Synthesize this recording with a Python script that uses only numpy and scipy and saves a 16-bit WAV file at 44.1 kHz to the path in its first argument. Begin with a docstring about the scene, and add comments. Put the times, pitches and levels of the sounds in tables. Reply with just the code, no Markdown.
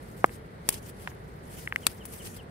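"""A hand picks a bunch of leafy stems in a garden, close to a stereo microphone.
Juicy stems give way with hollow pops, made of three decaying modes and a soil echo.
Fibres tear with sharp cracks, made of noise bursts with a jolt; leaves slide in dense streams of ticks.
Behind lie a low outdoor rumble of coloured noise and a small bird repeating a falling, swept-sine chirp."""
import sys
import numpy as np
from scipy import signal
from scipy.fft import rfft, irfft, next_fast_len
from scipy.io import wavfile
from scipy.ndimage import uniform_filter1d

SR = 44100
rng = np.random.default_rng(int(sys.argv[2]) if len(sys.argv) > 2 else 0)


def put_to_file(sound):
    """Save the sound as 16-bit audio at rate SR, in the file named by the first command-line argument."""
    columns = np.atleast_2d(sound).T  # one column per channel
    safe = np.clip(columns, -1, 1)
    whole_steps = np.round(safe * 32767)
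    wavfile.write(sys.argv[1], SR, whole_steps.astype(np.int16))


N = 110250  # 2.5 s

# Outdoor rumble spectrum, relative: pitch_hz, level_db (per Hz)
RUMBLE_COLOUR = [(20, -15.5), (36, -12.5), (52, 4.5), (75, 1.5), (110, 3), (175, 2), (290, -7), (440, -4),
                 (650, -13), (1100, -20.5), (2000, -19), (2700, -29.5), (4200, -33), (6800, -49.5),
                 (9200, -42.5), (16000, -66.5)]
# Side against mid in the rumble: pitch_hz, level_db
RUMBLE_WIDTH = [(60, -18), (120, -22), (220, -7.5), (400, -7.5), (750, 4), (1300, 5), (2400, -4.5),
                (8000, 5.5)]
# Leaves sliding past each other, level over time: time_s, level_db
LEAF_SLIDE = [(0, -64.5), (.11, -62.5), (.29, -59), (0.348, -54), (.41, -74.5), (0.638, -70.5),
              (0.698, -45), (.745, -48), (.775, -49), (0.812, -63.5), (0.886, -48), (0.922, -67.5),
              (1.04, -55.5), (1.19, -70.5), (1.42, -68), (1.50, -55.5), (1.609, -48), (1.71, -65),
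              (1.85, -57.5), (1.899, -53), (2.011, -65), (2.14, -50.5), (2.21, -55.5), (2.264, -47),
              (2.33, -59.5), (2.37, -51.5), (2.41, -71), (2.5, -74.5)]
# Leaf tick spectrum, relative: pitch_hz, level_db (per Hz)
LEAF_COLOUR = [(300, 9), (1200, -5), (3000, 1.5), (3900, -3.5), (4700, 0.5), (7000, -1.5), (9200, 3.5),
               (11300, 2.5), (13500, -2.5), (16000, -3.5)]
# Edges of the rustle bands that flicker separately: edge_hz
LEAF_EDGES_HZ = [0, 3500, 5500, 7500, 9500, 12000, 22050]
# Hollow stems popping: start_s, level_db, pitch_hz, ring_ms (time constant),
# body_db (low mode against main mode), low_edge_hz (high-pass), left_over_right_db
STEM_POPS = [(0.2428, 1.5, 1145, 0.91, -0.5, 153, -1), (0.2937, -27, 1850, 0.5, -21, 600, 4),
             (1.0741, -14.5, 1700, 0.64, -16, 495, 6), (1.117, -31, 1360, 0.47, -16, 600, 6),
             (1.6746, -14, 1990, .9, -30, 1070, 3.5), (1.7242, -8.5, 1800, 0.57, -27, 740, 2),
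             (1.7597, -4.5, 1990, 0.69, -32, 1260, 3.5)]
# Fibres tearing: start_s, level_db, decay_ms (time constant), tilt_db (per octave above 1024 Hz),
# left_over_right_db
FIBRE_CRACKS = [(.2432, -21.5, 1.9, -13.5, -6), (0.2598, -37.5, 2.6, 4.5, -1), (0.689, -9, 2.21, 1, 2.5),
                (0.7032, -28, 1.5, 3, -4), (0.7251, -34.5, 8.7, 4, 0), (0.7409, -34, 5, 0.5, -2),
                (1.0744, -34.5, 3.4, -12.5, -5.5), (1.7598, -20.5, 0.38, -2.5, 13.5),
                (1.8666, -9.5, 2.04, -2, 6), (1.9146, -43, 3, 0, 2), (2.0533, -33.5, 6.6, 9.5, 6.5),
                (2.136, -43, 4.7, 3.5, 10), (2.2724, -37, 1.6, -3, 3), (2.3674, -48.5, 2.5, -4.5, 8)]
# Tearing fibre spectrum, relative: pitch_hz, level_db (per Hz)
CRACK_COLOUR = [(100, -49.5), (700, -8.5), (1500, -4), (2400, -1), (3600, 0), (5200, 1.5), (6700, -2),
                (8200, 5), (11000, 5.5), (13500, -7), (16000, -1)]
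# Spectrum of the stem's single jolt as it parts, relative: pitch_hz, level_db (per Hz)
JOLT_COLOUR = [(40, -6), (160, 2.5), (450, -0.5), (780, -3.5), (1060, 2.5), (1400, -10.5), (2400, -1.5),
               (4000, -8.5), (16000, -32.5)]
# Bird chirps: start_s, level_db
BIRD_CHIRPS = [(1.815, -49), (1.993, -50.5), (2.185, -49), (2.375, -49)]

RUMBLE_DB, RUMBLE_WAVER_DB, RUMBLE_WAVER_PER_S = -45, 0.23, 11.55

LEAF_TICKS_PER_S, LEAF_SPREAD_DB = 5000, 1.5
CRACKLE_PER_S, CRACKLE_DB = 160, -7.5  # sparse edge crackle against the dense ticks
LEAF_WIDTH, LEAF_PAN_DB = 0.92, 1
LEAF_FLICKER_DB, LEAF_FLICKER_PER_S = 1.73, 90  # all bands together
LEAF_BAND_DB, LEAF_BAND_PER_S = 2.2, 45  # each band on its own

BODY_RATIO, BODY_RING_MS = 0.68, 0.74  # low mode of a stem against its pitch
UPPER_RATIO, UPPER_DB, UPPER_RING_MS = 1.336, -11, 0.61
POP_ATTACK_S = 0.00037
POP_TOP_HZ = 3350  # soft flesh damps the treble above
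PORT_LAG_S = 0.000096  # pops reach the right microphone port first
GROUND_LAG_S, GROUND_DB = 0.00241, -16  # echo of the pops from the soil
POP_WET_DB, POP_T60_S = -13, 0.022

CRACK_ATTACK_S, CRACK_WIDTH = 0.00076, 0.99
JOLT_DB, JOLT_LAG_S = 10.5, 0.00045
CRACK_WET_DB, CRACK_T60_S = -19, 0.05

CHIRP_S, CHIRP_FROM_HZ, CHIRP_TO_HZ = 0.041, 3500, 2640
BIRD_WET_DB, BIRD_T60_S = -7, 0.12

RECORDER_TOP_HZ = 15600


def undb(db):
    """Decibels to gain."""
    return 10 ** (np.asarray(db) / 20)


def unit(x):
    """Scale to rms 1."""
    return x / np.sqrt(np.mean(x ** 2) + 1e-20)


def colour(x, points, tilt_db=0):
    """Minimum-phase filter through (Hz, dB) points, tilted per octave above 1024 Hz."""
    size = 2 * next_fast_len(len(x))
    octave = np.log2(np.maximum(np.fft.rfftfreq(size, 1 / SR), 10))
    hz, db = np.array(points, float).T
    response_db = np.interp(octave, np.log2(hz), db) + tilt_db * np.maximum(octave - 10, 0)
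    # fold the cepstrum onto positive time, so nothing sounds ahead of its cause
    cepstrum = irfft(np.log(undb(response_db)))
    cepstrum[1:size // 2] *= 2
    cepstrum[size // 2 + 1:] = 0
    return irfft(rfft(x, size) * np.exp(rfft(cepstrum)))[:len(x)]


def walk(rate):
    """Smooth random wandering, spread near 1, with about rate new values per second."""
    hold = max(int(SR / rate), 1)
    steps = np.repeat(rng.standard_normal(N // hold + 1), hold)
    return unit(uniform_filter1d(steps, hold)[:N])


def pan_gain(pan_db):
    """Left and right gains whose ratio is pan_db."""
    return undb(np.array([[pan_db], [-pan_db]]) / 2)


def stereo(mid, side, pan_db=0):
    """Left and right from mid and side."""
    return np.array([mid + side, mid - side]) * pan_gain(pan_db)


def add(out, start_s, sound):
    """Mix a sound in at its time."""
    i = max(int(start_s * SR), 0)
    out[:, i:i + sound.shape[1]] += sound[:, :max(N - i, 0)]


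def garden(x, wet_db, t60):
    """Ground and plants scatter a short tail: noise that decays by 60 dB in t60 seconds."""
    t = np.arange(SR // 4) / SR
    tail = rng.standard_normal((2, len(t))) * np.exp(-np.log(1000) * t / t60)
    tail = unit(tail) / np.sqrt(len(t))
    return x + undb(wet_db) * signal.fftconvolve(x, tail, axes=1)[:, :N]


def rumble():
    """Distant outdoor rumble: coloured noise, nearly the same in both ears in the bass and wide above."""
    mid, side = (unit(colour(rng.standard_normal(N), RUMBLE_COLOUR)) for _ in range(2))
    level_db = RUMBLE_DB + RUMBLE_WAVER_DB * walk(RUMBLE_WAVER_PER_S)
    return stereo(mid, colour(side, RUMBLE_WIDTH)) * undb(level_db)


def leaf_ticks(rate):
    """Leaf surfaces catch and slip: ticks at random times, of random sign and strength."""
    sign = (rng.random(N) < rate / SR) * rng.choice([-1, 1], N)
    strength = undb(LEAF_SPREAD_DB * np.minimum(rng.exponential(size=N), 4))
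    return unit(colour(sign * strength, LEAF_COLOUR))


def leaves():
    """Dense ticks and sparse edge crackle, as strong as the hand drags the leaves."""
    mid, side = (leaf_ticks(LEAF_TICKS_PER_S) + undb(CRACKLE_DB) * leaf_ticks(CRACKLE_PER_S)
                 for _ in range(2))
    spectrum = rfft(stereo(mid, LEAF_WIDTH * side, LEAF_PAN_DB))
    hz = np.fft.rfftfreq(N, 1 / SR)
    rustle = np.zeros((2, N))
    for low_hz, high_hz in zip(LEAF_EDGES_HZ, LEAF_EDGES_HZ[1:]):
        band = irfft(spectrum * ((hz >= low_hz) & (hz < high_hz)), N)
        rustle += band * undb(LEAF_BAND_DB * walk(LEAF_BAND_PER_S))
    slide_db = np.interp(np.arange(N) / SR, *np.array(LEAF_SLIDE).T)
    return rustle * undb(slide_db + LEAF_FLICKER_DB * walk(LEAF_FLICKER_PER_S))


def stem_mode(seconds, hz, ring_ms):
    """One resonance of a hollow stem: a decaying sine."""
    return np.sin(2 * np.pi * hz * seconds) * np.exp(-seconds * 1000 / ring_ms)


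def pops():
    """A stem gives way at once, its hollow rings for a few cycles, and the soil mirrors it."""
    out, t = np.zeros((2, N)), np.arange(SR // 20) / SR
    ports = np.maximum(np.array([t - PORT_LAG_S, t]), 0)  # time since arrival at left, right
    attack = np.minimum(ports / POP_ATTACK_S, 1)
    flesh = signal.butter(6, POP_TOP_HZ, fs=SR, output="sos")
    for start_s, level_db, pitch_hz, ring_ms, body_db, low_edge_hz, pan_db in STEM_POPS:
        ring = stem_mode(ports, pitch_hz, ring_ms)
        ring += undb(body_db) * stem_mode(ports, pitch_hz * BODY_RATIO, BODY_RING_MS)
        ring += undb(UPPER_DB) * stem_mode(ports, pitch_hz * UPPER_RATIO, UPPER_RING_MS)
        low_cut = signal.butter(4, low_edge_hz, "high", fs=SR, output="sos")
        pop = signal.sosfilt(np.vstack([low_cut, flesh]), ring * attack)
        pop *= undb(level_db) * pan_gain(pan_db)
        add(out, start_s, pop)
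        add(out, start_s + GROUND_LAG_S, undb(GROUND_DB) * pop)
    return out


def cracks():
    """The stem parts with one jolt while many fibres break in a brief, decaying burst."""
    out, t = np.zeros((2, N)), np.arange(SR // 20) / SR
    impulse = 1. * (t == 0)
    jolt = undb(JOLT_DB) * unit(colour(impulse, JOLT_COLOUR)) / np.sqrt(len(t))
    for start_s, level_db, decay_ms, tilt_db, pan_db in FIBRE_CRACKS:
        shape = np.minimum(t / CRACK_ATTACK_S, 1) * np.exp(-t * 1000 / decay_ms)
        fibres = rng.choice([-1, 1], (2, len(t)))
        mid, side = (unit(colour(f * shape, CRACK_COLOUR, tilt_db)) for f in fibres)
        # a longer tear carries more energy
        burst_gain = undb(level_db) * np.sqrt(np.mean(shape ** 2))
        add(out, start_s, stereo(mid, CRACK_WIDTH * side, pan_db) * burst_gain)
        # a tear that dies within its attack jolts less
        jolt_gain = undb(level_db) * shape.max() ** 2
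        add(out, start_s + JOLT_LAG_S, stereo(jolt, 0, pan_db) * jolt_gain)
    return out


def bird():
    """A distant bird: short, slightly hoarse whistles that swell and fade as they fall in pitch."""
    out, u = np.zeros((2, N)), np.linspace(0, 1, int(CHIRP_S * SR))
    for start_s, level_db in BIRD_CHIRPS:
        glide_hz = CHIRP_FROM_HZ + (CHIRP_TO_HZ - CHIRP_FROM_HZ) * u
        hz = glide_hz * (1 + 0.025 * walk(1200)[:len(u)])  # fast pitch jitter gives the hoarseness
        swell = np.sin(np.pi * u ** 1.4)
        note = np.sin(2 * np.pi * np.cumsum(hz) / SR) * swell * undb(level_db)
        add(out, start_s, stereo(note, 0, pan_db=2.0))
    return out


def scene():
    """Picking in front, bird and rumble behind."""
    background = rumble() + garden(bird(), BIRD_WET_DB, BIRD_T60_S)
    stems = garden(pops(), POP_WET_DB, POP_T60_S) + garden(cracks(), CRACK_WET_DB, CRACK_T60_S)
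    return background + leaves() + stems


def record(dry):
    """The recorder clips at full scale, then a steep low-pass cuts the top."""
    top_cut = signal.ellip(10, 0.2, 80, RECORDER_TOP_HZ, fs=SR, output="sos")
    return signal.sosfilt(top_cut, np.clip(dry, -1, 1))


dry = scene()
out = record(dry)
put_to_file(out)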